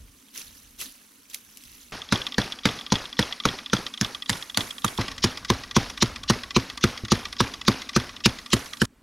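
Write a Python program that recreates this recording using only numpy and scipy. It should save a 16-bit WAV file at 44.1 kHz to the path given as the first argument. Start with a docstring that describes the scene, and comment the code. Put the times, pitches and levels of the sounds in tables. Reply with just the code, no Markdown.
"""In a bamboo clump, feet crunch up through dry litter; then, from two closer viewpoints, a steel chisel on a
long pole jabs a stem again and again. Filtered noise makes hum, wind, crunches and the diffuse decay of twigs;
sums of damped modes make the hollow stem's thump and knock and the loose head's rattle as the pole is pulled back.
The sound is cut at each change of view, and the pickup drifts between dull mono and bright and wide."""
import sys
import numpy as np
from scipy import signal
from scipy.fft import rfft, irfft
from scipy.io import wavfile
from scipy.ndimage import uniform_filter1d

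SR = 44100
rng = np.random.default_rng(int(sys.argv[2]) if len(sys.argv) > 2 else 0)


def transcribe(u):
    """Save the signal u as a 16-bit wav file named by the first command-line argument.

    u: samples, shape (n,) or (channels, n), limited to [-1, 1]; the rate is SR.
    q: integer samples, one column per channel.
    """
    v = np.clip(np.atleast_2d(u).T, -1, 1)
    q = np.round(v * 32767).astype(np.int16)
    wavfile.write(sys.argv[1], SR, q)


N = 397782


def amp(db):
    """Level law: 20 dB is a factor of ten in amplitude."""
    return 10 ** (np.asarray(db) / 20)


def unit(x):
    """Normalisation to an rms of 1."""
    return x / np.sqrt(np.mean(x ** 2) + 1e-20)


def read(points, hz):
    """Interpolation of a response along a logarithmic frequency axis."""
    f, value = np.transpose(points)
    return np.interp(np.log(hz + 1), np.log(f + 1), value)


def colour(points, hz):
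    """Spectral shaping: gains with a mean power of 1."""
    return unit(amp(read(points, hz)))


def smooth(x, size, axis=-1):
    """Low-pass by a moving average applied twice."""
    return uniform_filter1d(uniform_filter1d(x, size=size, axis=axis), size=size, axis=axis)


# Starts of the walk, first stem, second stem and quiet field, then the end: [t/s]
VIEW_STARTS = [0, 1.9215, 4.984, 8.856, 9.03]


def view_of(s):
    """Segmentation of time: 0 walk, 1 first stem, 2 second stem, 3 quiet field."""
    return np.searchsorted(VIEW_STARTS, s, "right") - 1


def add(mix, s, sound):
    """Superposition of a sound from s; it breaks off where the view changes."""
    start, end = round(s * SR), round(VIEW_STARTS[view_of(s) + 1] * SR)
    part = mix[..., start:end][..., :sound.shape[-1]]
    part += sound[..., :part.shape[-1]]


def noise(shape_of, size, patchy_db):
    """Short-time synthesis: noise whose magnitude follows shape_of(Hz, s), with random patches."""
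    hz = np.fft.rfftfreq(size, 1 / SR)[:, None]
    t = np.arange(4 * N // size + 5) * size / 4 / SR
    real, imaginary, patch = rng.standard_normal((len(t), len(hz), 3)).T
    # smooth the patches over 5 frequencies and 5 frames
    patch = uniform_filter1d(uniform_filter1d(patch, size=5, axis=0), size=5, axis=1)
    gain = shape_of(hz, t) * amp(patchy_db * unit(patch))
    z = (real + 1j * imaginary) * gain / np.sqrt(size)
    return signal.istft(z, nperseg=size, noverlap=3 * size // 4)[1][:N]


def crumbs(length, coarse_db, size):
    """Granular modulation: gain that jumps from grain to grain, rms 1; a few grains are large."""
    grains = np.minimum(rng.exponential(1, length // size + 1), 4)
    return unit(amp(coarse_db * grains).repeat(size)[:length])


def ring(modes, view, rise_s, detune, spread_db):
    """Modal superposition: damped sines, peak 1; each blow may vary their frequencies and levels."""
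    hz, t60, db = np.array(modes)[:, [0, 1, view + 1]].T[..., None]
    t = np.arange(min(SR // 4, int(t60.max() * SR))) / SR
    level_chance, pitch_chance = rng.standard_normal((2, len(modes), 1))
    decay = amp(db + spread_db * level_chance - 60 * t / t60)
    sound = (decay * np.sin(2 * np.pi * hz * (1 + detune * pitch_chance) * t)).sum(0)
    sound *= 1 - np.exp(-t / rise_s)
    return sound / abs(sound).max()


def burst(points, t60, swell_s, swell_db, lumpy_db, coarse_db):
    """Impulsive fracture: splintered noise that dies fast, peak 1, after a thin hiss that swells for 20 ms."""
    t = np.arange(-882, 2205) / SR
    hz = np.fft.rfftfreq(len(t), 1 / SR)
    white, lumps = rng.standard_normal((2, len(t)))
    lumps = unit(smooth(lumps, 25))[:len(hz)]  # chance bands of the spectrum
    sound = irfft(rfft(white) * amp(read(points, hz) + lumpy_db * lumps), len(t))
    swell = signal.lfilter(*signal.butter(2, [2600, 6500], "band", fs=SR), sound)
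    swell *= amp(swell_db) * np.exp(t / swell_s)
    attack = np.minimum(amp(swell_db) + abs(t) / 0.00093, 1)
    crack = sound * amp(-60 * t / t60) * attack * crumbs(len(t), coarse_db, size=30)
    sound = np.where(t < 0, swell, crack)
    return sound / abs(sound).max()


def choked(sound, s):
    """Damping window: holds, then dies away smoothly by s."""
    u = np.minimum(np.arange(len(sound)) / SR / s, 1)
    return sound * (1 - u ** 4) ** 2


# Spectrum of the far hum of the field: [f/Hz, relative level/dB]
HUM_SPECTRUM = [(100, -59), (195, -10.5), (245, 5.5), (310, -16), (400, -14), (750, -24), (1100, -16.5),
                (5000, -31), (7500, -34), (15000, -42.5)]
# Hum in each view: [level/dB]
HUM_DB = [-53.5, -49.5, -47, -55]
# Wind on the microphone: [t/s, mean level/dB]
WIND_LEVEL = [(0, -42.5), (.24, -64), (.7, -55), (1.05, -69), (1.581, -64), (1.66, -55), (1.8, -64),
              (4.8, -62.5), (5.099, -47), (8.999, -58)]


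def field():
    """Stationary noise of the far hum, and low-frequency wind turbulence on the microphone."""
    def hum_shape(hz, t):
        return colour(HUM_SPECTRUM, hz) * amp(HUM_DB + HUM_DB[-1:])[view_of(t)]
    hum = noise(hum_shape, size=1024, patchy_db=2.2)
    gusts = amp(3.0 * unit(smooth(rng.standard_normal(N), 3000)))
    low_band = signal.butter(2, [24, 90], "band", fs=SR, output="sos")
    wind = unit(gusts * signal.sosfilt(low_band, rng.standard_normal(N)))
    s, db = np.transpose(WIND_LEVEL)
    return hum + wind * amp(np.interp(np.arange(N) / SR, s, db))


# Footsteps in dry litter: [t/s of full weight, level/dB, rise t/s, hold t/s, t60/s of settling]
FOOTSTEPS = [(0.364, -37.5, 0.027, 0.046, 0.91), (0.807, -30.5, 0.017, 0.023, 0.41),
             (1.298, -47, 0.0018, 0.016, .1), (1.348, -38.5, 0.017, 0.0033, 0.23),
             (1.8, -52.5, 0.36, 0.035, 0.71)]
# Spectrum of crunching litter: [f/Hz, relative level/dB]
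LITTER_SPECTRUM = [(450, -9), (700, -23), (1050, -12.5), (2800, -2), (6000, -3), (8000, -27),
                   (11000, -16.5), (16000, -29)]
SETTLE, LIFT_T60 = .4, .08  # share of a crunch that settles slowly; the rest stops as the foot lifts (s)


def steps():
    """Granular crushing: litter swells, holds and stops under each foot, over a faint steady rustle."""
    def shape(hz, t):
        weight = amp(-54.5)  # rustle
        for s, db, rise, hold, t60 in FOOTSTEPS:
            after = np.maximum(t - s - hold, 0)
            before = np.maximum(s - t, 0)
            fade = SETTLE * amp(-60 * after / t60) + (1 - SETTLE) * amp(-60 * after / LIFT_T60)
            weight = weight + fade * amp(db - 15 * (before / rise) ** 2)
        return colour(LITTER_SPECTRUM, hz) * weight * (t < VIEW_STARTS[1])
    return noise(shape, size=256, patchy_db=3.0) * (.6 + .5 * crumbs(N, 5.0, size=20))


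# Snapping twigs: [t/s, mean peak level of both sides/dB, left minus right level/dB]
TWIG_SNAPS = [(0.8, -30, 5), (0.813, -21, 1), (1.345, -17.5, -4.5), (1.572, -26.5, 3), (1.637, -33, -1)]


def snaps():
    """Brittle fracture: single dry twigs break left or right, placed by level difference."""
    out, t = np.zeros((2, N)), np.arange(600) / SR
    band = signal.butter(4, [2200, 13000], "band", fs=SR)
    for s, db, pan_db in TWIG_SNAPS:
        snap = signal.lfilter(*band, rng.standard_normal(len(t)) * amp(-60 * t / 0.016))
        sides_db = db + np.array([[pan_db / 2], [-pan_db / 2]])
        add(out, s, snap / abs(snap).max() * amp(sides_db))
    return out


# Spectrum of shaken twigs and leaves: [f/Hz, relative level/dB]
TWIG_SPECTRUM = [(45, -2), (200, -2.5), (750, -11.5), (1250, -10.5), (3060, -15.5), (5500, -18),
                 (6800, -26.5), (7500, -35.5), (11000, -32), (16000, -52)]
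# Decay of the twigs: [f/Hz, t60/s]
TWIG_DECAY = [(200, 0.32), (1000, 0.58), (3000, 0.63), (10000, 1)]
# Twigs at the first and second stem: [initial level/dB]
TWIG_DB = [-23.5, -24.5]
EARLIER_JAB = 1.885  # before the first close view opens: only its wake is heard (s)


def twigs():
    """Diffuse decay: each jab shakes twigs and leaves and echoes in the clump; bass dies first."""
    def shape(hz, t):
        power = np.zeros((len(hz), len(t)))
        for s in [EARLIER_JAB] + [row[0] for row in JAB_BLOWS]:
            view, age = max(view_of(s), 1), t - s - .004
            on = (age > 0) & (age < 1) & (view_of(t) == view)
            start_db = TWIG_DB[view - 1] + 1.52 * rng.standard_normal()
            power[:, on] += amp(start_db - 60 * age[on] / read(TWIG_DECAY, hz)) ** 2
        return colour(TWIG_SPECTRUM, hz) * np.sqrt(power)
    return noise(shape, size=256, patchy_db=2.5) * crumbs(N, 1.2, size=120)


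# The head rattles as the pole is pulled back: [t/s, level/dB]
PULL_RATTLES = [(2.018, -22), (2.267, -15), (2.522, -18), (2.789, -24.5), (3.055, -22), (3.325, -17),
                (3.587, -22.5), (3.8657, -15.5), (4.148, -18.5), (4.425, -19), (4.708, -18.5),
                (4.977, -17.5), (5.116, -24), (5.374, -23), (5.636, -25.5), (5.9, -24.5), (6.16, -22),
                (6.435, -23.5), (6.7, -22.5), (6.976, -23), (7.254, -21), (7.539, -21.5), (7.819, -23.5),
                (8.093, -28), (8.387, -24.5), (8.66, -27)]
# Further rattles with their own time and level, some at the turn of the pole,
# each in place of any timed knock within 20 ms: [t/s, level/dB]
FURTHER_RATTLES = [(2.089, -28.5), (2.217, -20), (2.322, -22.5), (2.588, -28), (2.811, -25.5),
                   (3.401, -19.5), (4.2224, -18.5), (4.26, -23.5), (4.5458, -18.5), (5.013, -19.5),
                   (5.082, -21), (5.1808, -24.5), (8.165, -27.5)]
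HOP_S, REBOUND_S = .019, .0347  # after a jab
TURN_S, SLIDE_S = .0742, .113  # turn of the pole and slide home, after a pull
HOP_DB, REBOUND_DB = [-26.5, -50], [-16, -25.5]  # mean level in the first and second close view
TURN_DB, SLIDE_DB = [-21.5, -22], [-26.5, -30]


def rattle_times():
    """Delayed impacts of loose play: hop and rebound after a jab; pull, turn and slide; as (t/s, level/dB)."""
    rows = []
    for starts, after, db, scatter_s, scatter_db in [(JAB_BLOWS, HOP_S, HOP_DB, .001, 2.5),
                                                     (JAB_BLOWS, REBOUND_S, REBOUND_DB, .0008, 1.5),
                                                     (PULL_RATTLES, TURN_S, TURN_DB, .001, 1.2),
                                                     (PULL_RATTLES, SLIDE_S, SLIDE_DB, .002, 2.5)]:
        chances = rng.standard_normal((len(starts), 2))
        for (s, *_), (time_chance, level_chance) in zip(starts, chances):
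            at = s + after + scatter_s * time_chance
            clear = min(abs(at - further) for further, _ in FURTHER_RATTLES) > .02
            if view_of(at) == view_of(s) and clear:
                rows.append((at, db[view_of(s) - 1] + scatter_db * level_chance))
    return rows + PULL_RATTLES + FURTHER_RATTLES


# Modes of steel head and pole: [f/Hz, t60/s, relative level/dB in the first close view, in the second]
HEAD_MODES = [(1165, .06, -28, -19), (1960, .03, -24, -13), (2500, .025, -26, -16), (4400, .01, -16, -7),
              (5300, .01, -14, -6), (3330, .022, -14, -14), (2950, .009, -10, -8), (3850, .009, -10, -6),
              (3450, .008, 0, 0)]


def rattles():
    """Modal impact: short modes of steel and pole, a quick second bounce and a dry puff of grit."""
    out = np.zeros(N)
    for s, db in rattle_times():
        view = view_of(s)
        add(out, s, amp(db) * ring(HEAD_MODES, view, .0012, .02, 1.5))
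        bounce = amp(db - 7.0) * ring(HEAD_MODES, view, 0.0023, 0.035, 1.5)
        add(out, s + rng.uniform(0.00201, .005), bounce)
        grit = burst(CRACK_SPECTRUM, 0.036, 0.0017, 0.0, 4.1, 0.99)
        add(out, s - 882 / SR, amp(db + [-12, -3][view - 1]) * grit)
    return out


# Jabs: [t/s, knock level/dB, knock f/Hz, thump level/dB, crack level/dB]
JAB_BLOWS = [(2.123, -10, 1500, -11, -8), (2.382, -10, 1690, -12.5, -9.5), (2.654, -12.5, 1180, -11.5, -5),
             (2.921, -13.5, 990, -10.5, -6.5), (3.191, -10.5, 1700, -13, -7),
             (3.453, -10.5, 1080, -14.5, -7.5), (3.732, -9.5, 1460, -12, -7), (4.012, -24, 1620, -15, -4),
             (4.295, -18.5, 1030, -19, -5), (4.573, -18.5, 1030, -21.5, -3.5),
             (4.845, -9.5, 1196, -13.5, -8), (4.986, -18, 1075, -16.5, -17), (5.241, -17, 1160, -10, -5),
             (5.501, -9, 1105, -9, -4.5), (5.765, -8, 1040, -6.5, -5), (6.024, -13, 1090, -9, -3.5),
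             (6.299, -10, 1070, -7.5, -4.5), (6.564, -9, 1120, -6, -4.5), (6.839, -11.5, 1360, -6.5, -4),
             (7.119, -10.5, 1170, -6, -5), (7.404, -7, 1140, -11.5, -6.5), (7.681, -9.5, 1086, -6.5, -2),
             (7.963, -8.5, 1455, -7.5, -5), (8.258, -8.5, 1510, -7, -2), (8.532, -12.5, 1135, -6.5, -4.5),
             (8.817, -8, 1570, -5.5, -4.5)]
# Spectrum of splintering fibres, also of grit: [f/Hz, relative level/dB]
CRACK_SPECTRUM = [(500, -17), (1500, 2), (2550, -1.5), (4000, 0.5), (5650, -0.5), (6900, -7), (7800, -17),
                  (11000, -16.5), (15500, -44)]
# Bending modes of the hollow stems: [f/Hz, t60/s, relative level/dB of the first stem, of the second]
BENDING_MODES = [(67.6, 0.14, -11, -8), (108.6, 0.089, 13, 5.5), (258.5, 0.18, -12, -8.5)]
# Wall modes of the stems: [f/Hz, t60/s, relative level/dB of the first stem, of the second]
WALL_MODES = [(487, 0.018, -6, -12), (924, 0.022, -11, -15.5)]
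# Modes of the air in the stems: [f/Hz, t60/s, relative level/dB of the first stem, of the second]
AIR_MODES = [(207, 0.073, 4, 0.5), (330.3, 0.065, -11, -3.5)]
# One dull bump of the stem, without the edge: (t/s, level/dB)
DULL_BUMP = (7.037, -21)
BITE_S, BITE_DB = .0045, -8  # the edge bites twice more, within one and two of this time; softer by
KNOCK_T60 = 0.013  # ring of the wall at the notch (s)
THUMP_S, RETURN_S, RETURN_DB = 0.01366, 0.01537, -3  # choking time; return along the hollow
THUMP_LAG_S = [.0006, .0013]  # thump after the bite, first and second stem
BOOM_DB, SWELL_DB = [-27, -20], [-19, -7]  # boom; swelling hiss against the crack; first and second stem


def jabs():
    """Impact excitation: fibres splinter, the wall knocks as the edge bites, the hollow thumps and booms."""
    out = np.zeros(N)
    for s, knock_db, knock_hz, thump_db, crack_db in JAB_BLOWS:
        view, chance = view_of(s), rng.random(2)
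        wall = WALL_MODES + [(knock_hz, KNOCK_T60, 0, 0)]
        for late, db in [(0, 0), (chance[0], BITE_DB), (1 + chance[1], BITE_DB)]:
            add(out, s + late * BITE_S, -amp(knock_db + db) * ring(wall, view, 0.0013, 0.053, 2.0))
        thump = -amp(thump_db) * ring(AIR_MODES, view, 0.003, 0.02, 1.2)
        add(out, s + THUMP_LAG_S[view - 1], choked(thump, THUMP_S))
        add(out, s + RETURN_S, amp(RETURN_DB) * choked(thump, THUMP_S / 2))
        boom = ring(BENDING_MODES, view, 0.0099, 0.041, 1.5)
        add(out, s + 0.00684, amp(BOOM_DB[view - 1]) * boom)
        crack = burst(CRACK_SPECTRUM, 0.032, 0.0076, SWELL_DB[view - 1], 3.4, 2.75)
        add(out, s - 882 / SR, amp(crack_db) * crack)
    bump_s, bump_db = DULL_BUMP
    add(out, bump_s, amp(bump_db) * ring(AIR_MODES + BENDING_MODES[:2], 2, 0.00049, 0, 0))
    return out


# Width of the pickup: [t/s, width from 0 mono to 1 wide]
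WIDTH = [(0, 0.71), (1.92, 0.75), (1.922, 0.006), (3.65, 0), (4.3, 0.39), (4.98, 0.64), (4.99, 0.0039),
         (8.2, 0.0022), (8.85, 0.52), (8.86, 0.2)]
# Treble that the pickup adds at full width: [f/Hz, gain/dB]
WIDTH_LIFT = [(5500, -5.5), (8000, 13.5), (14000, 14)]
# Side channel against the middle at full width: [f/Hz, gain/dB]
WIDTH_SIDE = [(100, -14.5), (1500, 3.5), (4500, -4), (8000, 4), (14000, 6)]


def pickup(x):
    """Decorrelation: width lifts the treble and adds a side channel, the same sound with scattered phases."""
    hz, t, z = signal.stft(x, SR, nperseg=256)
    wide = np.clip(np.interp(t, *np.transpose(WIDTH)), 0, 1)
    mid = z * amp(wide * read(WIDTH_LIFT, hz)[:, None])
    scatter = np.exp(2j * np.pi * rng.random(z.shape)) - .2  # leans a little to the right
    side = mid * wide * amp(read(WIDTH_SIDE, hz))[:, None] * scatter
    return signal.istft(np.array([mid + side, mid - side]), SR, nperseg=256)[1][:, :N]


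def scene():
    """Superposition of all sources; the snaps are already in stereo."""
    return pickup(field() + steps() + twigs() + rattles() + jabs()) + snaps()


def record(dry):
    """Soft saturation rounds off the loudest peaks; then a low-pass limits the band."""
    rounded = np.tanh(dry / 1.1) * 1.1
    low_pass = signal.firwin(511, 15900, window=("kaiser", 9), fs=SR)  # cutoff in Hz
    return signal.oaconvolve(rounded, low_pass[None], "same")


dry = scene()
out = record(dry)
transcribe(out)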